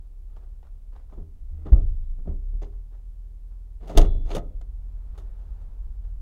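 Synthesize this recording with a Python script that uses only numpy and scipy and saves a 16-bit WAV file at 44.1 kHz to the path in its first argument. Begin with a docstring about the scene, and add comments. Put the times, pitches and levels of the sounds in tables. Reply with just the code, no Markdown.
"""A car's trunk lid drops on its seal with a dull thump, knocks lightly, is slammed into the latch and
clacks once more as it is pressed home: filtered noise and decaying sines, coloured by contact hardness.
Swings of air pressure boom in the body; loose parts rattle, springs ring, hinges rub.
Around it an open salvage yard: shoes scuff on gravel (grainy noise bursts), a far engine picks up
speed (sines at its orders), wind rumbles and air rustles (shaped noise)."""
import sys
import numpy as np
from scipy import signal
from scipy.fft import irfft, next_fast_len
from scipy.io import wavfile
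from scipy.ndimage import uniform_filter1d

SR = 44100
rng = np.random.default_rng(int(sys.argv[2]) if len(sys.argv) > 2 else 0)


def waveform_to_disk(signal):
    """Save audio, clipped to [-1, 1], as 16-bit WAV at the path in sys.argv[1]."""
    frames = np.transpose(np.atleast_2d(signal))
    scaled = np.clip(frames, -1, 1) * 32767
    samples = np.round(scaled).astype(np.int16)
    wavfile.write(sys.argv[1], SR, samples)


N = 273861
RING_S = np.arange(32768) / SR  # time since an event

# Spectra of the wind rumble and the open air. Each row: frequency in Hz, level in dB per Hz.
RUMBLE_SPECTRUM = [(8, -12.5), (20, -5), (35, 0.5), (60, -5), (80, -15), (105, -27), (180, -34), (300, -45)]
AIR_SPECTRUM = [(100, 2.5), (200, 3.5), (400, 4), (700, -12), (1200, -26.5), (2200, -18), (5000, -20.5),
                (10000, -20.5), (16000, -22)]
# Level of the wind rumble. Each row: time in seconds, level in dB.
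WIND_LEVEL = [(0, -44.5), (2.2, -37), (3.3, -45.5), (4.6, -38), (6.2, -36)]
RUSTLE_DB, RUSTLE_SWELL_DB, RUSTLE_PEAK_S, RUSTLE_WIDTH_S = -77, 10.5, 5.41, .65

# Speed of the far engine. Each row: time in seconds, firing rate in Hz.
ENGINE_RATE = [(0, 34.26), (.8, 33.63), (1.3, 27.62), (2.27, 27.09), (2.662, 39.31), (4.698, 41.2),
               (6.2, 41.61)]
# Engine orders. Each row: multiple of the firing rate, level in dB.
ENGINE_ORDERS = [(.5, -19), (1, 6), (1.5, -15.5), (2, -11), (3, -29.5), (4, -30)]
ENGINE_DB, ENGINE_DB_PER_HZ, LOAD_DB_PER_HZ_PER_S = -39, 0.37, 0.4036  # first: level at the mean rate

# Shoes on gravel. Each row: start in seconds, level in dB, rise in seconds.
SCUFFS = [(.296, -69, 0.0058), (0.362, -58.5, .0012), (.42, -66, 0.012), (.627, -60.5, 0.0036),
          (0.923, -63, 0.0019), (.94, -59.5, 0.024), (1.092, -65, 0.0036), (2.72, -68, .007),
          (2.89, -66, 0.048), (3.51, -70, 0.0036), (5.139, -61, 0.017), (5.39, -65, .01),
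          (6.031, -67, .015)]
# Spectrum of gravel, shared by the far rustle. Each row: frequency in Hz, level in dB per Hz.
GRAVEL_SPECTRUM = [(150, -17), (400, 1.5), (800, -1), (1400, -8), (2300, -16.5), (4000, -14.5),
                   (8000, -13.5), (16000, -29.5)]
SCUFF_DECAY_S, SCUFF_CORNER_HZ = .05, 2320

# Jolts that shake the lid's springs. Each row: start in seconds, level in dB.
JOLTS = [(1.731, -88), (3.974, -54.5)]
# Modes of the lid's steel springs. Each row: frequency in Hz, level in dB, t60 in seconds.
SPRING_MODES = [(2800, -10, .6), (2855, -11, .6), (3115, -15, .7), (3257, -16, .7), (3410, 0, .9),
                (3475, -6, .8), (3655, -6, .6), (3762, -9, .6), (3890, -12, .7), (3955, -10, .7)]
# The springs' countless weak modes. Each row: frequency in Hz, level in dB per Hz.
SPRING_WASH_SPECTRUM = [(2400, -19.5), (2800, -2.5), (3500, -5.5), (4200, 8), (5000, -20)]

# Chatter of loose trim and latch parts.
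# Each row: start in seconds, level in dB, decay in seconds, corner of the steel tick in Hz.
RATTLES = [(1.733, -74.5, 0.31, 3140), (1.812, -68.5, 0.014, 5000), (3.885, -71, 0.019, 7000),
           (3.98, -52.5, 0.014, 8000), (4.304, -40, 0.011, 4840), (4.353, -43, 0.0078, 12180)]

# Rubbing of hinges and seal as the lid moves down.
# Each row: start in seconds, length in seconds, final level in dB, hardness 0-1.
SWINGS = [(1.49, 0.19, -59, 0.05), (3.80, 0.26, -42, 0.3), (4.249, .095, -40, 0.54)]
SWING_SWELL_DB, SWING_EDGE_S = 16, .012

# The lid flexes and squeezes the air in the trunk. Each row: start in seconds, level in dB,
# pitch in Hz, swell in seconds, level of the body's boom in dB.
THUMPS = [(1.164, -38.5, 81, 0.067, -46.5), (1.474, -32.5, 75, 0.09, -51), (1.7191, 1, 47.7, 0.015, -17),
          (2.265, -26.5, 69.6, 0.035, -40), (3.9608, -4.5, 25.6, 0.028, -15.5)]
# Low modes of the body and its air space. 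Each row: frequency in Hz, level in dB, t60 in seconds.
BOOM_MODES = [(19.43, -6.5, 1.6), (28.24, 3.5, 1.79), (49.7, 1.5, 0.8), (61, -9, 0.6), (80, -8.5, 1.1),
              (92, -8, 0.8), (115.4, -31, 0.43), (120, -29, 1.9)]

# Spectra of a blow's low thud, panel clang and steel crack. Each row: frequency in Hz, level in dB per Hz.
THUD_SPECTRUM = [(60, -25), (100, -4), (130, 1), (175, -1), (240, -8), (305, -8), (380, -20), (600, -45)]
PANEL_SPECTRUM = [(150, -30), (240, -14), (310, -1), (400, 1), (540, -2), (690, -4), (860, -10),
                  (1080, -15), (1260, -12), (1600, -23), (2050, -21), (2600, -32), (5000, -55)]
STEEL_SPECTRUM = [(700, -25), (1280, -4), (1650, -13), (2100, -3), (2450, -6), (2850, 2), (3150, -2),
                  (3550, 3), (3950, -5), (4300, -3), (5400, -7), (6500, -2), (7500, -9), (10000, -11),
                  (16000, -13)]
# Modes of the sheet-metal lid, then of latch and striker.
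# Each row: frequency in Hz, level in dB, t60 in seconds.
LID_MODES = [(248, -15, .5), (301, -3, .3), (339, -6, .35), (398, 2, .36), (420, -4, .3), (506, -6, .25),
             (603, -7, .25), (640, -7, .18), (693, -3, .19), (759, -9, .12), (853, -11, .14),
             (985, -15, .2), (1247, -11, .18), (1599, -23, .14), (1810, -21, .15)]
LATCH_MODES = [(2782, -4, .09), (3326, -7, .08), (3590, 0, .08), (4300, -4, .05), (4900, -6, .05),
               (6310, -5, .05), (6620, -5, .05), (7870, -11, .04)]
# Contact colour, from rubber seal (0) to latch steel on the striker (1). Each row: hardness 0-1,
# thud in dB against the panel, steel in dB against the panel, top of the crack in Hz.
TOUCH = [(0, 11.5, -30, 2500), (0.398, -4, -16.5, 5500), (1, -8.5, -7, 15000)]
# Single knocks of lid and latch. Each row: start in seconds, level in dB, hardness 0-1,
# rise in seconds, factor on the ring time, frequency in Hz favoured by the struck spot.
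KNOCKS = [(1.122, -54, 0.27, 0.0016, 1.3, 854), (1.176, -52.5, 0.09, .002, 1.5, 420),
          (1.650, -42, 0.19, .018, 1.37, 403), (2.183, -60.5, 0.06, .002, 0.88, 520),
          (2.248, -57.5, 0.01, 0.012, 1, 650), (2.271, -43.5, 0.07, 0.0051, 1.2, 483),
          (2.529, -61.5, 0, .003, 0.99, 400), (2.613, -45, 0.45, 0.012, 1.28, 390),
          (3.818, -53.5, 0.25, .014, 0.5, 560), (3.873, -51, 1, 0.0025, 4, 750),
          (3.895, -37.5, 0.38, .002, 1.2, 730), (3.945, -37.5, 0.18, 0.011, 1.7, 400),
          (4.072, -49.5, 0.14, 0.0027, 1.2, 400), (4.135, -55.5, 0, .008, 3, 400),
          (4.3031, -35.5, 0.48, 0.0011, 0.97, 430), (4.6115, -50.5, 0.8, .001, .35, 1500),
          (5.175, -51, 1, .0026, 1.12, 1310), (5.614, -59, 0.7, .001, .5, 900)]
# The lid lands and strikes again in quick repeats: bounces under its weight, or chatter at the latch. Each row:
# start in seconds, level in dB, hardness 0-1, factor on the ring time, frequency in Hz favoured by the struck
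# spot, seconds between repeats, dB lost per repeat.
CLOSINGS = [(1.721, -40.5, 0.1, 1.45, 530, 0.033, 7), (3.972, -16.5, 0.91, 0.56, 560, .0385, 18),
            (4.3474, -26, 0.71, 0.39, 580, .0145, 5)]
CLOSING_RISE_S = .004
# The whole panel shudders just after landing: delay, level against the landing, two factors, the second
# standing alone as the factor on the ring time.
SHUDDER_S, SHUDDER_DB, SHUDDER_HARDNESS_FACTOR, SHUDDER_RING_FACTOR = .016, -10.5, 0.36, 1.31
CLANG_TOP_SHARE = 0.47  # the clang is dulled above this share of the top of the crack

EDGE_HZ = 15900  # top of the recorded band


def amp(db):
    """Decibels to gain."""
    return 10 ** (np.asarray(db) / 20)


def evened(x):
    """Scales to rms 1."""
    return x / np.sqrt(np.mean(abs(x) ** 2) + 1e-20)


def add(mix, start_s, sound):
    """Mixes a sound in at its start time."""
    part = mix[max(round(start_s * SR), 0):][:len(sound)]
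    part += sound[:len(part)]


def noise(spectrum, size, corner_hz=SR):
    """Noise of rms 1 with the given spectrum, rolled off above a corner and below the first row."""
    fft_size = next_fast_len(size)
    hz = np.fft.rfftfreq(fft_size, 1 / SR)
    row_hz, row_db = np.transpose(spectrum)
    gain = amp(np.interp(np.log(hz + 1), np.log(row_hz), row_db, right=-120))
    gain /= np.sqrt(1 + (hz / corner_hz) ** 4)
    gain *= np.minimum(hz / row_hz[0], 1) ** 2
    bins = rng.standard_normal(len(hz)) + 1j * rng.standard_normal(len(hz))
    return evened(irfft(gain * bins, fft_size)[:size])


def dense_modes(spectrum, size):
    """Countless overlapping modes: noise whose power is held even over `size` samples."""
    x = noise(spectrum, len(RING_S))
    return x / np.sqrt(uniform_filter1d(x ** 2, size) + 1e-3)


def grainy(depth_db, size):
    """Random swings of level from tiny contacts, each about `size` samples long."""
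    swing = evened(uniform_filter1d(rng.standard_normal(len(RING_S)), size))
    return evened(amp(depth_db * swing))


def strike(rise_s, decay_s):
    """Envelope that swells smoothly, then dies exponentially."""
    swell = np.sin(np.pi / 2 * np.minimum(RING_S / rise_s, 1)) ** 2
    return swell * np.exp(-np.maximum(RING_S - rise_s, 0) / decay_s)


def ring(modes):
    """One row of decaying sine per mode; neighbours start in opposite directions."""
    tones = []
    for k, (hz, db, t60_s) in enumerate(modes):
        decay = amp(db - 60 * RING_S / t60_s)
        tones.append((-1) ** k * decay * np.sin(2 * np.pi * hz * RING_S))
    fade_out = np.minimum((RING_S[-1] - RING_S) * 10, 1)
    return np.array(tones) * fade_out


def yard(air_db=-71, rustle_corner_hz=2500):
    """Low wind rumble, a steady wash of air and a far rustle that swells once."""
    t = np.arange(N) / SR
    rumble = amp(np.interp(t, *np.transpose(WIND_LEVEL))) * noise(RUMBLE_SPECTRUM, N)
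    swell = np.exp(-((t - RUSTLE_PEAK_S) / RUSTLE_WIDTH_S) ** 2)
    rustle = amp(RUSTLE_DB + RUSTLE_SWELL_DB * swell) * noise(GRAVEL_SPECTRUM, N, rustle_corner_hz)
    return rumble + rustle + amp(air_db) * noise(AIR_SPECTRUM, N)


def engine(waver=0.017):
    """Low engine orders carry across the yard, louder when fast and while speeding up."""
    rate_hz = np.interp(np.arange(N) / SR, *np.transpose(ENGINE_RATE))
    rate_hz = uniform_filter1d(rate_hz, size=10000)
    speeding_up = np.maximum(np.gradient(rate_hz) * SR, 0)  # Hz per s
    db = ENGINE_DB + ENGINE_DB_PER_HZ * (rate_hz - rate_hz.mean()) + LOAD_DB_PER_HZ_PER_S * speeding_up
    drift = noise([(1, 0), (4, -3), (10, -30)], N)
    turns = np.cumsum(rate_hz * (1 + waver * drift)) / SR
    tones = sum(amp(order_db) * np.sin(2 * np.pi * k * turns) for k, order_db in ENGINE_ORDERS)
    return amp(db) * evened(tones)


def scuffs(grain_db=3):
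    """Soles grind small stones: bursts of grainy noise."""
    out = np.zeros(N)
    for start_s, db, rise_s in SCUFFS:
        grind = noise(GRAVEL_SPECTRUM, len(RING_S), SCUFF_CORNER_HZ) * grainy(grain_db, size=150)
        add(out, start_s, amp(db) * grind * strike(rise_s, SCUFF_DECAY_S))
    return out


def echoes(x, wet_db=-16, decay_s=0.068):
    """The wrecks standing around scatter back a faint, dull tail: sparse low-passed random taps."""
    sparse = rng.standard_normal(len(RING_S)) * (rng.random(len(RING_S)) < .05)
    taps = sparse * strike(0.043, decay_s)
    taps = signal.lfilter(*signal.butter(2, 700, fs=SR), taps / np.linalg.norm(taps))
    return amp(wet_db) * signal.fftconvolve(x, taps)[:N]


def springs(wash_db=-3, wash_decay_s=0.051):
    """The springs sing on thinly after a jolt: decaying sines and a short wash of weak modes."""
    out, tones = np.zeros(N), ring(SPRING_MODES).sum(0)
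    for start_s, db in JOLTS:
        wash = noise(SPRING_WASH_SPECTRUM, len(RING_S)) * strike(.004, wash_decay_s)
        add(out, start_s, amp(db) * (tones + amp(wash_db) * wash))
    return out


def rattles(per_s=260, tick_decay_s=0.0017, panel_db=2, panel_decay_s=.005):
    """Tiny contacts at random moments, each a tick of steel with a short answer from the panel."""
    out, size = np.zeros(N), len(RING_S)
    for start_s, db, decay_s, corner_hz in RATTLES:
        hits = rng.random(size) < per_s / SR
        hits = hits * rng.uniform(.3, 1, size) * rng.choice([-1, 1], size)
        tick = evened(noise(STEEL_SPECTRUM, size, corner_hz) * strike(0.000075, tick_decay_s))
        answer = evened(noise(PANEL_SPECTRUM, size) * strike(0.00067, panel_decay_s))
        chatter = evened(signal.fftconvolve(hits, tick + amp(panel_db) * answer)[:size])
        add(out, start_s, amp(db) * chatter * strike(0.0066, decay_s))
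    return out


def touch(hardness):
    """Thud dB, steel dB and top Hz of a contact, between rubber and steel."""
    scale, *columns = np.transpose(TOUCH)
    return [np.interp(hardness, scale, column) for column in columns]


def swings(grain_db=3.0):
    """Hinges and seal rub in tiny slips: grainy noise in the lid's colours, swelling as it moves down."""
    out, size = np.zeros(N), len(RING_S)
    for start_s, length_s, db, hardness in SWINGS:
        thud_db, steel_db, top_hz = touch(hardness)
        rub = amp(thud_db) * noise(THUD_SPECTRUM, size) + noise(PANEL_SPECTRUM, size)
        rub += amp(steel_db) * noise(STEEL_SPECTRUM, size, top_hz)
        swell = amp(SWING_SWELL_DB * np.minimum(RING_S / length_s - 1, 0))
        fade_in = np.minimum(RING_S / SWING_EDGE_S, 1)
        fade_out = np.exp(-np.maximum(RING_S - length_s, 0) / SWING_EDGE_S)
        add(out, start_s, amp(db) * rub * grainy(grain_db, size=150) * swell * fade_in * fade_out)
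    return out


def thumps(boom_rise_s=0.0071):
    """Heavy swings of air pressure, each a swelling low sine, leave the body booming."""
    out = np.zeros(N)
    boom = ring(BOOM_MODES).sum(0) * (1 - np.exp(-(RING_S / boom_rise_s) ** 2))
    for start_s, db, hz, swell_s, boom_db in THUMPS:
        u = RING_S / swell_s
        swell = (u * np.exp(1 - u)) ** 2  # peaks at 1 after swell_s
        push = -swell * np.sin(2 * np.pi * hz * RING_S)
        add(out, start_s, amp(db) * push + amp(boom_db) * boom)
    return out


def favour(hz, spot_hz):
    """Lift in dB of the modes that move most at the struck spot: up to 6 dB, over about an octave."""
    return 6 * np.exp(-(np.log2(np.asarray(hz) / spot_hz) / .45) ** 2)


def dulled(hz, top_hz):
    """Level change in dB (negative) of the modes too fast for a soft contact."""
    return -10 * np.log10(1 + (hz / top_hz) ** 4)


def contacts(count=3):
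    """Every blow on the lid: the knocks, and each closing as `count` quick strikes and a shudder."""
    rows = list(KNOCKS)
    for start_s, db, hardness, ring_factor, spot_hz, gap_s, loss_db in CLOSINGS:
        for k in range(count):
            rows.append((start_s + k * gap_s, db - k * loss_db, hardness, CLOSING_RISE_S, ring_factor, spot_hz))
        rows.append((start_s + SHUDDER_S, db + SHUDDER_DB, hardness * SHUDDER_HARDNESS_FACTOR,
                     CLOSING_RISE_S, SHUDDER_RING_FACTOR, spot_hz))
    return rows


def blows(thud_decay_s=0.037, panel_decay_s=0.023, steel_decay_s=0.018, lid_db=-9, latch_db=-6):
    """Each blow gives a low thud, a clang of the panel and a crack of latch steel: noise and modes."""
    out, lid, latch = np.zeros(N), ring(LID_MODES), ring(LATCH_MODES).sum(0)
    lid_hz = [mode[0] for mode in LID_MODES]
    for start_s, db, hardness, rise_s, ring_factor, spot_hz in contacts():
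        thud_db, steel_db, top_hz = touch(hardness)
        # a blow that rings longer feeds the modes more
        onset = np.minimum(RING_S / rise_s, 1) * np.sqrt(ring_factor)

        thud = dense_modes(THUD_SPECTRUM, size=500) * strike(rise_s, thud_decay_s * ring_factor)

        colour = [(hz, row_db + favour(hz, spot_hz) + dulled(hz, CLANG_TOP_SHARE * top_hz))
                  for hz, row_db in PANEL_SPECTRUM]
        clang = dense_modes(colour, size=200) * strike(rise_s, panel_decay_s * ring_factor)
        clang += amp(lid_db + favour(lid_hz, spot_hz)) @ lid * onset

        crack = noise(STEEL_SPECTRUM, len(RING_S), top_hz) * grainy(5.1, size=40)
        crack *= strike(rise_s, steel_decay_s * ring_factor)
        # hard blows ring the latch most
        crack += amp(latch_db + .3 * (db + steel_db + 27.0)) * onset * latch

        add(out, start_s, amp(db) * (amp(thud_db) * thud + clang + amp(steel_db) * crack))
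    return out


def scene():
    """The lid close by, the yard around it."""
    lid = blows() + swings() + rattles()
    surroundings = yard() + engine() + scuffs()
    return (surroundings + echoes(lid) + springs() + thumps() + lid)[None]


def record(dry):
    """The recorder rounds off the highest peaks, then limits the band."""
    held = dry / (1 + (dry / .92) ** 10) ** .1
    low_pass = signal.firwin(511, EDGE_HZ, window=("kaiser", 9), fs=SR)
    return signal.oaconvolve(held, low_pass[None], "same")


dry = scene()
out = record(dry)
waveform_to_disk(out)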